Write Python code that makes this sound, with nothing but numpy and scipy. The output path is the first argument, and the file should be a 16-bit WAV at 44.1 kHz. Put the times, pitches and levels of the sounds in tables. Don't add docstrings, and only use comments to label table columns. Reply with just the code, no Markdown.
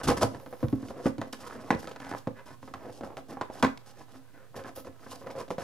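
import sys
import numpy as np
from scipy import signal
from scipy.fft import rfft, irfft, next_fast_len
from scipy.io import wavfile

SR = 44100
rng = np.random.default_rng(int(sys.argv[2]) if len(sys.argv) > 2 else 0)


def persist_wave(psi):
    counts = np.round(np.clip(psi, -1, 1) * 32767).astype(np.int16)
    wavfile.write(sys.argv[1], SR, np.atleast_2d(counts).T)


N = 248283


# start in seconds, levels in dB of the deep thud, card knock and
# nail tick, hardness in dB per octave (higher is brighter).
TAPS = [(0.085, -18, -29, -37, -6), (0.116, -35, -32, -39, -6), (0.225, -38, -28, -54, 1),
        (0.347, -65, -42.5, -54, 4), (0.399, -65, -51, -57, -3), (0.462, -43, -42, -55, -8),
        (0.527, -63, -38, -55, -8), (0.629, -22, -37.5, -51, -12), (0.637, -19.5, -40, -65, -8),
        (0.684, -63, -59, -49.5, 11), (0.727, -21.5, -45.5, -55, -23.5), (0.828, -35, -47, -58, 4),
        (0.885, -59, -53, -48.5, -10), (0.905, -40, -42, -67, -13), (1.057, -20.5, -37.5, -55, 19),
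        (1.063, -28.5, -30.5, -63, -19), (1.182, -28.5, -41.5, -47, -6), (1.215, -53, -34, -40, 3),
        (1.332, -64, -50.5, -41, 21), (1.705, -26.5, -20, -32, 9), (1.715, -30, -39.5, -56, -23),
        (1.748, -30.5, -43, -48, -5), (1.873, -54, -36, -41.5, -2), (1.913, -56, -43, -46, -9),
        (1.961, -54, -42.5, -47, 3.5), (2.001, -52, -45.5, -47.5, 5), (2.047, -69, -49, -51, 4),
        (2.272, -28, -34.5, -49, -13), (2.629, -51, -46, -58, -2), (2.677, -61, -44, -56, -2),
        (2.738, -51, -36.5, -44, 4), (2.862, -46, -58, -69, -15), (3.009, -37.5, -44, -54, -10),
        (3.034, -46, -40.5, -65, -9), (3.17, -47, -42.5, -42, 3.5), (3.37, -48, -45.5, -65, -9),
        (3.412, -46, -36, -40, 4), (3.5, -58, -51, -57.5, -10), (3.626, -19, -19.5, -24, 8),
        (3.633, -29, -24.5, -59, -0.5), (3.646, -23, -26.5, -37, 3), (3.775, -81, -61, -44.5, 17),
        (4.543, -53.5, -45.5, -68.5, -7.5), (4.638, -83, -72, -51.5, 10), (4.646, -48, -42.5, -62, 4),
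        (4.773, -49, -58, -68, -22), (4.847, -60, -51, -60, -5), (5.062, -55, -45.5, -81, -4),
        (5.27, -49, -46, -51.5, 9), (5.304, -69, -46, -46.5, -1), (5.352, -56, -45.5, -64, -5),
        (5.48, -54, -51, -52, -4), (5.505, -41, -32.5, -42.5, -11.5), (5.582, -40.5, -32.5, -44, -11.5)]

def taps():
    return [(start, thud, knock, tick, hardness, 0.0082 * amp(0.25 * (knock + 43)))
            for start, thud, knock, tick, hardness in TAPS]


# start in seconds, length in seconds, jerks per second, knock level in dB.
CREAKS = [(1.83, .03, 82, -43), (2.067, .035, 85, -47.5), (2.114, .04, 86, -35.5)]

def creaks(jerk_s=0.0013):
    return [(at, knock_db - 8, knock_db, knock_db - 20, 0, jerk_s)
            for start, length, per_s, knock_db in CREAKS
            for at in np.arange(start, start + length, 1 / per_s)]


def slips(blows, grains, share, snap_db=0):
    shapes = []
    for start, *_, hardness, slip_s in blows:
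        at = round(start * SR)
        decay = max(slip_s * amp(-snap_db * max(hardness, 0)), .0003) * SR
        slip = grains[at:at + int(6 * decay)]
        slip = slip * np.exp(-np.arange(len(slip)) / decay)
        shapes.append((at, share * slip / np.sqrt(np.sum(slip ** 2) + 1e-20)))
    return shapes


def contact_force(levels_db, shapes, first_hit):
    force = np.zeros(N)
    for (at, slip), gain, hit in zip(shapes, amp(levels_db), first_hit * np.ones(len(shapes))):
        force[at:at + len(slip)] += gain * slip
        force[at] += gain * hit
    return force


# start, rise time and length in seconds, then levels in dB of hand pressure,
# card rub, skin hiss and highest sizzle.
STROKES = [(0, 0.00085, 0.012, -68, -33.5, -56, -79), (0.031, 0.0059, 0.021, -33.5, -32.5, -41.5, -68),
           (0.069, 0.011, 0.036, -22.5, -23, -35.5, -67), (0.166, 0.0068, 0.016, -37, -30, -45, -66),
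           (0.207, 0.015, 0.023, -24, -22, -34, -65), (0.304, 0.013, 0.067, -42, -49.5, -63, -85),
           (0.377, 0.025, 0.38, -81.5, -58, -69, -64.5), (0.58, 0.045, 0.028, -55, -47, -59, -81),
           (0.718, 0.19, 0.19, -46.5, -47, -57.5, -77), (0.923, 0.052, 0.084, -50, -43.5, -67, -79),
           (1.002, 0.17, 0.079, -61, -35, -43.5, -79), (1.203, 0.0065, 0.077, -50, -51, -67, -78),
           (1.324, 0.0057, 0.0059, -43.5, -43, -42, -64), (1.365, 0.047, 0.11, -51, -44.5, -57, -74),
           (1.492, 0.016, 0.2, -49.5, -43, -61.5, -82), (1.728, 0.012, 0.2, -57, -50, -62.5, -81),
           (1.785, 0.02, 0.02, -65, -58, -52, -61), (1.985, 0.038, 0.15, -54, -46.5, -60, -80),
           (2.149, 0.0092, 0.052, -70, -52, -57, -68), (2.345, 0.033, 0.065, -66, -49.5, -72, -79),
           (2.456, 0.0019, 0.083, -52.5, -49, -62, -80), (2.615, 0.0079, 0.1, -52.5, -57, -68, -83),
           (2.74, 0.0071, 0.026, -48, -46, -75, -84), (2.764, 0.071, 0.14, -50, -44.5, -70, -78),
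           (2.894, 0.044, 0.098, -60, -54.5, -60.5, -86), (3.02, 0.029, 0.052, -51, -45.5, -63.5, -79),
           (3.085, 0.023, 0.037, -66, -49, -90.5, -81), (3.175, 0.0042, 0.01, -42, -48.5, -55.5, -71),
           (3.28, 0.014, 0.053, -46, -42.5, -58.5, -72), (3.499, 0.08, 0.11, -56, -49.5, -56.5, -72),
           (3.858, 0.0037, 0.048, -78.5, -56.5, -61.5, -80), (3.941, 0.072, 0.079, -50, -51, -63, -82),
           (4.07, 0.02, 0.11, -55, -55.5, -69.5, -83), (4.323, 0.013, 0.054, -57, -61, -81, -79),
           (4.553, 0.0087, 0.048, -50.5, -41.5, -56, -66), (4.647, 0.0092, 0.047, -48.5, -43, -59.5, -73),
           (4.751, 0.011, 0.048, -54, -44.5, -54, -49.5), (4.842, 0.016, 0.037, -44, -46, -64, -76),
           (4.984, 0.048, 0.23, -59, -60, -64.5, -77), (5.075, 0.037, 0.08, -66, -47, -55, -69),
           (5.206, 0.0065, 0.038, -67, -51.5, -83, -79), (5.26, 0.0046, 0.062, -55, -46.5, -64, -73),
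           (5.35, 0.049, 0.067, -49, -37, -51, -75), (5.493, 0.017, 0.028, -68, -50, -56.5, -81),
           (5.589, 0.012, 0.037, -56, -38.5, -52, -69)]
LIFT_DB_PER_S = [494, 493, 720, 750]
REST_DB = [-72.5, -62.5, -107, -94]

def strokes():
    t = np.arange(0, N / SR + .002, .001)
    power = amp(REST_DB)[:, None] ** 2 * np.ones(len(t))
    for start, rise, length, *levels_db in STROKES:
        swell = np.clip((t - start) / max(rise, .001), 0, 1)
        fade = amp(-np.outer(LIFT_DB_PER_S, np.maximum(t - start - length, 0)))
        power += (amp(levels_db)[:, None] * swell * fade) ** 2
    return [np.interp(np.arange(N) / SR, t, 10 * np.log10(p)) for p in power]


# time in seconds, brightness of the rub in dB per octave,
# pitch in Hz that the grip affects, boost or cut at that pitch in dB.
GRIP = [(0, 1.5, 68, 26), (.3, -10.5, 69.4, -1.5), (.7, 3, 520, 6.5), (1.0, -13.5, 530, -3.5),
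        (1.4, 2.5, 680, 2.5), (1.71, -7, 1260, -8.5), (2.12, 9, 830, 1.5), (2.5, 5.5, 800, -5),
        (2.87, -8, 520, -3.5), (3.06, -7.5, 710, 7.5), (3.32, -11, 690, 3.5), (3.43, 14, 1090, 14),
        (3.52, 5, 690, 19), (3.64, -0.5, 1130, -0.5), (4.4, 5.5, 530, 7.5), (4.8, -2, 510, 5),
        (5.1, 4, 960, 3), (5.22, -5.5, 540, 8), (5.63, 0, 560, -4.5)]

def grip():
    times, *columns = np.transpose(GRIP)
    return [np.interp(np.arange(N) / SR, times, column) for column in columns]


def ringing_card(modes, blows, blow_db, tilt_db, pivot_hz, rub_db, rub_tilt_db,
                 blow_gain_db, spot_db, grains_per_s, first_hit, slip_share, soft_hz):
    _, grip_hz, grip_db = grip()
    spots = rng.standard_normal((len(blows), len(modes)))
    signs = rng.choice([-1, 1], spots.shape)
    grains = grit(grains_per_s, spread_db=3.5)
    shapes = slips(blows, grains, slip_share)
    rub_gain = amp(rub_db + 2.0 * drift(60.0))
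    at = (blows[:, 0] * SR).astype(int)
    struck = rubbed = steady_rub = 0
    for k, (hz, db, ring_s) in enumerate(modes):
        mode_db = db + grip_db * np.exp(-(np.log2(hz / grip_hz) / 0.33) ** 2)
        sides = [[1], [0.22 * (-1) ** k]]
        hit_db = blow_db + mode_db[at] + tilt_db * np.log2(hz / pivot_hz) + spot_db * spots[:, k]
        force = contact_force(hit_db, shapes, first_hit * signs[:, k])
        fibres = amp(mode_db + rub_tilt_db * np.log2(hz / 910) + 3.6 * drift(7.4)) * grains
        struck += sides * ring(force, hz, ring_s)
        rubbed += sides * ring(rub_gain * fibres, hz, ring_s)
        steady_rub += ring(fibres, hz, ring_s)
    return amp(blow_gain_db) * softened(struck, soft_hz) + rubbed / np.std(steady_rub)


# pitch in Hz, level in dB, seconds to fade by 60 dB.
HOLLOW_MODES = [(67, -18, 0.17), (111, -3.5, 0.091), (141.4, -1.5, 0.072), (229, -6.5, 0.18),
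                (266, 6, 0.16), (303.6, 3, 0.11), (353, 0, 0.03)]

def hollow(blows, pressure_db):
    return ringing_card(HOLLOW_MODES, blows, blow_db=blows[:, 1], tilt_db=0.083 * blows[:, 4],
                        pivot_hz=258, rub_db=pressure_db, rub_tilt_db=-3, blow_gain_db=-0.5, spot_db=1.0,
                        grains_per_s=2300, first_hit=1.0, slip_share=0.38, soft_hz=317)


# pitch in Hz, level in dB, seconds to fade by 60 dB.
WALL_MODES = [(429, -9, 0.041), (501, -4.5, 0.13), (543, 6.5, 0.057), (629.5, -0.5, 0.051), (692, 8, 0.03),
              (810.6, 9, 0.03), (976, 6, 0.032), (1058, 8, 0.028), (1150, -4, 0.025), (1274, 9, 0.018),
              (1494, 7, 0.016), (1700, 3, 0.017), (1970, -7.5, 0.023), (2414, -13, 0.021)]

def walls(blows, rub_db):
    brightness_db, _, _ = grip()
    return ringing_card(WALL_MODES, blows, blow_db=blows[:, 2], tilt_db=blows[:, 4],
                        pivot_hz=910, rub_db=rub_db, rub_tilt_db=brightness_db, blow_gain_db=-6.5,
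                        spot_db=2.5, grains_per_s=2200, first_hit=0.62, slip_share=0.58, soft_hz=3500)


# frequency in Hz, level in dB.
TICK_SPECTRUM = [(1200, -10), (2000, 10), (3500, 8), (6000, 2.5), (10000, -6.5), (15500, -9)]

def nail_ticks(blows):
    scratches = slips(blows, grit(14000, spread_db=9.5), share=0.6, snap_db=0.44)
    return coloured(contact_force(blows[:, 3] + 25.0, scratches, first_hit=0.21), TICK_SPECTRUM)


# frequency in Hz, level in dB.
HISS_SPECTRUM = [(1500, -24), (2800, 3), (4000, 1.5), (5200, 5.5), (7000, 0), (11000, -0.5), (15500, -17)]

def skin_hiss(hiss_db, sizzle_db):
    flutter = amp(3.0 * drift(35.0))
    grains = np.array([grit(9000, spread_db=4.5) for _ in range(3)])
    sizzle_band = signal.butter(4, [8440, 16700], "band", fs=SR, output="sos")
    sizzle = amp(sizzle_db) * flutter * rms_one(signal.sosfilt(sizzle_band, grains))
    hiss = coloured(amp(hiss_db) * flutter * grains, HISS_SPECTRUM) + sizzle
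    return hiss[0], 0.51 * hiss[1:]


def room_echo(sound, fade_s=0.25, wall_cut_hz=21000):
    size = next_fast_len(N + SR)
    w = 2 * np.pi * np.fft.rfftfreq(size)
    dull = 1 / (1 + 1j * w * SR / (2 * np.pi * wall_cut_hz))
    out, spectrum = np.zeros((2, N)), rfft(sound, size)
    for side in range(2):
        echoes = 0
        for k, lag in enumerate(rng.uniform(.012, .045, size=14) * SR):
            loop = amp(-60 * lag / SR / fade_s) * dull * np.exp(-1j * w * lag)
            echoes += (-1) ** k * loop / (1 - loop)
        out[side] = irfft(spectrum * echoes, size)[:N]
    return out


# frequency in Hz, level in dB.
ROOM_SPECTRUM = [(18, -32), (30, 21.5), (53, -3.5), (124, 9.5), (189, -10), (1070, -25), (1190, -31),
                 (2750, -21), (3670, -22), (16000, -29)]

def room_tone():
    shared, own = rng.standard_normal(N), rng.standard_normal((2, N))
    return amp(-55.5) * rms_one(coloured(0.53 * shared + own, ROOM_SPECTRUM))


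def amp(db):
    return 10 ** (np.asarray(db) / 20)


def rms_one(x):
    return x / np.sqrt(np.mean(x ** 2) + 1e-20)


def coloured(x, points):
    hz = np.fft.rfftfreq(N, 1 / SR) + 1
    point_hz, point_db = np.transpose(points)
    gain = amp(np.interp(np.log(hz), np.log(point_hz), point_db))
    return irfft(rfft(x) * rms_one(gain), N)


def drift(hz):
    r = np.exp(-80 * np.pi * hz / SR)
    slow = signal.lfilter([1], [1, -2 * r, r * r], rng.standard_normal(N // 40 + 2002))[2000:]
    return np.interp(np.arange(N) / 40, np.arange(len(slow)), rms_one(slow))


def ring(force, hz, ring_s):
    r, w = amp(-60 / (ring_s * SR)), 2 * np.pi * hz / SR
    return signal.lfilter([0, np.sin(w)], [1, -2 * r * np.cos(w), r * r], force + 1e-18)


def grit(per_s, spread_db):
    sizes = amp(spread_db * np.minimum(rng.exponential(1, N), 4)) * rng.choice([-1, 1], N)
    return rms_one(sizes * (rng.random(N) < per_s / SR))


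def softened(force, hz):
    r = np.exp(-2 * np.pi * hz / SR)
    return signal.lfilter([(1 - r) ** 2], [1, -2 * r, r * r], force + 1e-18)


def scene(right_lag_s=3e-5):
    blows = np.array(taps() + creaks())
    pressure_db, rub_db, hiss_db, sizzle_db = strokes()
    ticks = nail_ticks(blows)
    shared_hiss, own_hiss = skin_hiss(hiss_db, sizzle_db)
    centre, side = hollow(blows, pressure_db) + walls(blows, rub_db)
    near = centre + ticks + shared_hiss
    delay = np.exp(-2j * np.pi * np.fft.rfftfreq(N, 1 / SR) * right_lag_s)
    left = amp(-0.75) * (near + side)
    right = amp(0.75) * irfft(rfft(near - side) * delay, N)
    background = room_tone()
    return np.array([left, right]) + own_hiss + amp(-16) * room_echo(near) + background


CONVERTER_OFFSET = [
    [0.00044],
    [-0.0032],
]

def record(dry, low_cut_hz=84, high_cut_hz=16700):
    heard = signal.sosfilt(signal.butter(2, low_cut_hz, "high", fs=SR, output="sos"), dry)
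    treble_cut = signal.cheby2(12, 70, high_cut_hz, fs=SR, output="sos")
    return signal.sosfilt(treble_cut, heard + CONVERTER_OFFSET)


dry = scene()
out = record(dry)
persist_wave(out)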